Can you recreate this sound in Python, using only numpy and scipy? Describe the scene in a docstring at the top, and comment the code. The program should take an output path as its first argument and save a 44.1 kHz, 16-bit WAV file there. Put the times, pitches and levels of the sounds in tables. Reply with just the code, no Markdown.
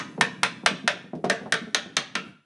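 """A small hammer taps the corner joint of a wooden frame on a bench, about 4.5 times a second: crack plus frame modes.
A low rumble of the bench and faint room air, both shaped noise, run underneath from the start.
Dull knocks and brief scuffs fall between the taps: noise bursts, the knocks with bench modes.
Halfway the frame is shifted, knocks and clacks on the bench, and the taps go on at another spot.
A cluttered workshop returns each blow as echoes, scatter and tail to a near-mono microphone."""
import sys
import numpy as np
from scipy import signal
from scipy.fft import rfft, irfft
from scipy.io import wavfile
from scipy.ndimage import uniform_filter1d

SR = 44100
rng = np.random.default_rng(int(sys.argv[2]) if len(sys.argv) > 2 else 0)


def generate_wav(signal):
    """Clip the signal to [-1, 1] and save it as 16-bit WAV at the path in sys.argv[1]."""
    frames = np.transpose(np.atleast_2d(signal))
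    scaled = np.clip(frames, -1, 1) * 32767
    pcm = np.round(scaled).astype(np.int16)
    wavfile.write(sys.argv[1], SR, pcm)


N = 108045

# spectrum of the crack of a hard contact on wood: hz, level_db
CRACK_SPECTRUM = [(80, -8), (170, 11.5), (350, -1.5), (650, 8), (1100, 17), (1750, 15.5), (2800, 13.5),
                  (3600, 13), (4500, 11), (5500, 13.5), (7400, 1.5), (8400, 5), (10200, -3.5), (10900, 1),
                  (11700, -28)]
CRACK_RISE_S = 0.00079  # rise of every contact burst
TAIL_EDGE_HZ = 11100  # band limit of room tails, rumble and air


def amp(db):
    """Decibels to gain."""
    return 10 ** (np.asarray(db) / 20)


def read(points, hz):
    """Table value at hz, interpolated on a log-frequency axis."""
    table_hz, value = np.transpose(points)
    return np.interp(np.log(hz + 1), np.log(table_hz + 1), value)


def add(mix, start_s, sound):
    """Add sound to mix at start_s, which may lie before the start."""
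    at = round(start_s * SR)
    sound = sound[:, max(-at, 0):]
    part = mix[:, max(at, 0):][:, :sound.shape[1]]
    part += sound[:, :part.shape[1]]


def colour(x, points, size=4096):
    """Causal minimum-phase filter with the given (hz, db) shape."""
    hz = abs(np.fft.fftfreq(size, 1 / SR))
    log_gain = np.log(amp(read(points, hz)))
    response = np.exp(np.conj(signal.hilbert(log_gain)))
    impulse = np.fft.ifft(response).real[:size // 2]
    return signal.fftconvolve(x, impulse)[:len(x)]


def low_pass(x, edge_hz):
    """Steep linear-phase band limit."""
    fir = signal.firwin(255, edge_hz, window=("kaiser", 7), fs=SR)
    return signal.oaconvolve(x, fir[None], "same", axes=1)


def burst(noise, t60_points, rise_s, even_hz, count=9):
    """Noise that swells and dies band by band; its spectrum is levelled to gain 1 over spans of even_hz."""
    t = np.arange(len(noise)) / SR
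    hz = np.fft.rfftfreq(len(noise), 1 / SR)
    centres_hz = np.geomspace(80, 11000, count)
    spectrum = rfft(noise)
    decaying = np.zeros(len(t))
    for centre_hz, pick in zip(centres_hz, np.eye(count)):
        band = irfft(spectrum * read(np.c_[centres_hz, pick], hz), len(t))
        decaying += band * amp(-60 * t / read(t60_points, centre_hz))
    swelling = decaying * (1 - np.exp(-t / rise_s))
    spectrum = rfft(swelling, 2 * len(t))
    span_bins = max(int(2 * even_hz / hz[1]), 1)  # the padded bins are half as wide
    power = uniform_filter1d(abs(spectrum) ** 2, span_bins)
    return irfft(spectrum / np.sqrt(abs(power) + 1e-12))[:len(t)]


def ring(modes, t):
    """Decaying sines from rows of (hz, level_db, t60_s); neighbouring rows start in opposite phase."""
    out = np.zeros(len(t))
    for k, (hz, level_db, t60_s) in enumerate(modes):
        out += (-1) ** k * amp(level_db - 60 * t / t60_s) * np.sin(2 * np.pi * hz * t)
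    return out


def workshop(direct, spread, size=24000):
    """Direct sound plus near echoes; spread is convolved with quick scatter and a late tail, both decaying noise."""
    # room: hz, level_db, late_t60_s
    room = np.array([(70, 12, 0.95), (191, 4, 0.3), (500, 6, 0.34), (1043, -5.5, 0.55), (1750, -4, 0.47),
                     (4100, -5, 0.45), (5170, -12, 0.23), (6300, -10, 0.48), (10400, -17, 0.083)])
    # bench and nearby shelves: delay_s, gain
    echoes = [(.0046, 0.18), (.0093, 0.28), (0.015, 0.11)]
    # left-right difference: hz, level_db
    width = [(1200, -25), (5000, -18)]
    early_db, early_t60_s = 1.5, 0.15
    late_db = -4
    delay_s, rise_s = 0.0046, 0.0042

    def tail():
        early = burst(rng.standard_normal(size), [(1000, early_t60_s)], rise_s, even_hz=150)
        late = burst(rng.standard_normal(size), room[:, [0, 2]], rise_s, even_hz=79.5)
        return colour(amp(early_db) * early + amp(late_db) * late, room[:, :2])

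    out = np.zeros((2, size + len(direct)))
    mid, side = tail(), tail()
    tails = mid + np.outer([1, -1], colour(side, width))
    reverb = signal.fftconvolve(spread[None], tails, axes=1)
    add(out, delay_s, low_pass(reverb, TAIL_EDGE_HZ))
    add(out, 0, direct[None])
    soft = colour(direct, [(3000, -3.5), (8000, -9)])
    soft = soft + np.outer([-1, 1], 2 * colour(direct, width))
    for echo_s, gain in echoes:
        add(out, echo_s, gain * soft)
    return out


def hammer(size=8192):
    """A tap is a short crack plus the frame's modes, coloured by where and how the head lands; it may rebound."""
    # taps: start_s, level_db, spot (0 first, 1 second), favoured_hz, lift_db, then tone_db at each of tone_hz
    taps = [(-.022, -7.5, 1, 6300, 3, 4, 0.5, 3, 5.5, 4, 0, 3, 2),
            (0.21, -3, 0.019, 1716, 9.2, 12, 3, 5, -0.5, 6.5, 1, 2, 6.5),
            (0.432, 0, 0.0097, 847, 3.8, 4, -4, -1.5, 1.5, 2, 0, -2, 4),
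            (0.661, 2, 0.11, 1240, 5.5, -3.5, 3.5, -5, -1, 3, 0, -1, 1.5),
            (0.8766, -1, 0.089, 614, 7.4, -7, 0.5, -5, 2, 3, -0.5, -2, 0),
            (1.2983, -2, 0.87, 1750, 6.8, 5.5, 8.5, -4, 2, -1, -3.5, -1.5, 1.8),
            (1.5223, -0.5, 0.39, 3570, 4.2, 4, 1, -9, 5, -2, -3.5, -2.5, 2),
            (1.7464, -3.5, 0.91, 6350, 7.8, 1.5, 3, -1.5, 3, 2.5, 5.5, -3, 5),
            (1.9675, -2.5, 0.95, 4100, 2.2, 1, -1.5, -3, 0.5, 2.5, 2, 2, 2.5),
            (2.153, -7.5, 0.63, 1375, 7.2, 7.5, -0.5, -1, 0.5, 6.5, 0.5, -2.5, -1.8)]
    tone_hz = [250, 650, 1000, 1500, 2500, 4000, 6300, 9500]
    # frame modes: hz, t60_s, first_spot_db, second_spot_db
    frame = [(449.8, 0.23, -36, -36), (578, 0.06, -36, -26.5), (703.5, 0.078, -21, -27),
             (986, 0.039, -16.5, -38), (1318, 0.19, -36.5, -35), (1375, 0.02, -10, -32),
             (1603, 0.076, -22.5, -25), (1670, 0.032, -37.5, -21), (1832, 0.042, -19.5, -15.5),
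             (2130, 0.028, -21, -29), (2325, 0.18, -36.5, -41.5), (2564, 0.15, -29, -51.5),
             (3670, 0.011, -20, -14.5), (4143, 0.038, -34, -18.5), (6300, 0.018, -27, -14.5)]
    # crack decay: hz, t60_s
    crack_t60 = [(300, 0.044), (2000, 0.046), (5000, 0.014), (11000, 0.013)]
    # the head drops back on the wood: start_s, level_db relative to the tap
    rebounds = [(1.5405, -8)]
    lift_octaves = 0.18  # half-width of the favoured resonance
    crack_in_room, ring_in_room_db = 0.45, -11

    out, t = np.zeros((2, N)), np.arange(size) / SR
    hz = np.geomspace(20, SR / 2, num=300)
    click = colour(1. * (t == 0), CRACK_SPECTRUM)
    for start_s, level_db, spot, favoured_hz, lift_db, *tone_db in taps:
        noise = rng.standard_normal(size)
        crack = colour(burst(noise, crack_t60, CRACK_RISE_S, even_hz=350), CRACK_SPECTRUM)
        modes = [(f, first + spot * (second - first), t60) for f, t60, first, second in frame]
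        wood = ring(modes, t)
        direct = crack + wood
        spread = crack_in_room * crack + np.sqrt(1 - crack_in_room ** 2) * click
        spread += amp(ring_in_room_db) * wood
        lift = lift_db * np.exp(-(np.log2(hz / favoured_hz) / lift_octaves) ** 2)
        shape_db = read(np.c_[tone_hz, tone_db], hz) + lift
        shape = np.c_[hz, shape_db]
        add(out, start_s, amp(level_db) * workshop(colour(direct, shape), colour(spread, shape)))
        for again_s, again_db in rebounds:
            if start_s < again_s < start_s + t[-1]:
                softer = np.c_[hz, shape_db - 10 * np.log10(1 + (hz / favoured_hz / 2) ** 2)]
                again = workshop(colour(direct, softer), colour(spread, softer))
                add(out, again_s, amp(level_db + again_db) * again)
    return out


def steady(spectrum):
    """Noise of unit RMS with the given (hz, db) spectrum."""
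    x = colour(rng.standard_normal(N + SR), spectrum)[SR:]  # drops the filter's onset
    return x / x.std()


def bench_rumble():
    """Low rumble of the bench under the hands: mono shaped noise with a drifting level."""
    # spectrum: hz, level_db
    spectrum = [(25, -47), (75, 0), (130, 8), (170, 10), (260, 4.5), (420, -10.5), (3000, -39.5)]
    # level: time_s, level_db
    level = [(0, -39), (1.0, -43.5), (1.11, -51), (1.348, -41.5), (1.899, -45.5), (2.101, -50),
             (2.281, -39.5), (2.45, -70)]
    level_db = np.interp(np.arange(N) / SR, *np.transpose(level))
    return steady(spectrum) * amp(level_db)


def room_air():
    """Faint shaped noise, independent left and right."""
    # spectrum: hz, level_db
    spectrum = [(25, 3), (200, 10), (1000, -8), (11000, -3.5)]
    return amp(-80.5) * np.array([steady(spectrum), steady(spectrum)])


def scuffs(size=8192):
    """The frame slips a little under the hand: short band-passed noise bursts."""
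    # scuffs: start_s, level_db
    slips = [(0.177, 4.5), (0.633, -2), (1.457, 7)]
    band_hz, t60_s, in_room_db = (510, 970), 0.037, -7.5
    out = np.zeros((2, N))
    band = signal.butter(2, band_hz, "bandpass", fs=SR, output="sos")
    for start_s, level_db in slips:
        noise = burst(rng.standard_normal(size), [(500, t60_s)], CRACK_RISE_S, even_hz=148)
        scuff = signal.sosfilt(band, noise)
        add(out, start_s, amp(level_db) * workshop(scuff, amp(in_room_db) * scuff))
    return out


def knocks(size=8192):
    """Frame and hands meet the bench: a noise thud plus bench modes, the softer the contact the duller."""
    # knocks: start_s, level_db, dull_above_hz
    contacts = [(0.181, 0.5, 500), (0.633, -6.5, 350), (0.71, -2, 350), (0.839, -4.5, 300),
                (0.938, -12, 480), (1.04, -12.5, 444), (1.1325, -2, 714), (1.153, -3.5, 480),
                (1.2409, 6, 1110), (1.412, -6.5, 605), (1.4605, -6.5, 300), (1.614, -5.5, 300),
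                (1.668, -9, 446), (1.859, -12, 460), (2.171, -12, 600)]
    # bench modes: hz, level_db, t60_s
    bench = [(157.8, -30, 0.15), (212.3, -19.5, 0.043), (395, -28.5, 0.05), (707, -28.5, 0.098)]
    # thud spectrum: hz, level_db
    thud_spectrum = [(80, 2), (180, 18), (310, 7.5), (520, 12), (1500, 5.5), (8000, 4)]
    thud_t60_s, dull_order, in_room_db = 0.065, 2.63, -7.5
    out, t = np.zeros((2, N)), np.arange(size) / SR
    hz = np.geomspace(20, SR / 2, num=40)
    for start_s, level_db, dull_hz in contacts:
        noise = burst(rng.standard_normal(size), [(500, thud_t60_s)], CRACK_RISE_S, even_hz=154.3)
        thud = colour(noise, thud_spectrum)
        softness = np.c_[hz, -10 * np.log10(1 + (hz / dull_hz) ** (2 * dull_order))]
        knock = colour(thud + ring(bench, t), softness)
        add(out, start_s, amp(level_db) * workshop(knock, amp(in_room_db) * knock))
    return out


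def clacks(size=8192):
    """The frame's hard edge meets the bench: noise bursts with the crack spectrum."""
    # clacks: start_s, level_db
    edge_hits = [(1.151, -39), (1.2433, -21)]
    t60_s = 0.065
    out = np.zeros((2, N))
    for start_s, level_db in edge_hits:
        noise = burst(rng.standard_normal(size), [(500, t60_s)], CRACK_RISE_S, even_hz=400)
        clack = colour(noise, CRACK_SPECTRUM)
        add(out, start_s, amp(level_db) * workshop(clack, clack))
    return out


def scene():
    """Sum of taps, bench contacts, rumble and air."""
    contacts = hammer() + scuffs() + knocks() + clacks()
    return contacts + low_pass(bench_rumble() + room_air(), TAIL_EDGE_HZ)


def record(dry):
    """The microphone's low cut, then the band limit."""
    low_cut = signal.butter(2, 205, "highpass", fs=SR, output="sos")
    return low_pass(signal.sosfilt(low_cut, dry), edge_hz=11600)


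dry = scene()
out = record(dry)
generate_wav(out)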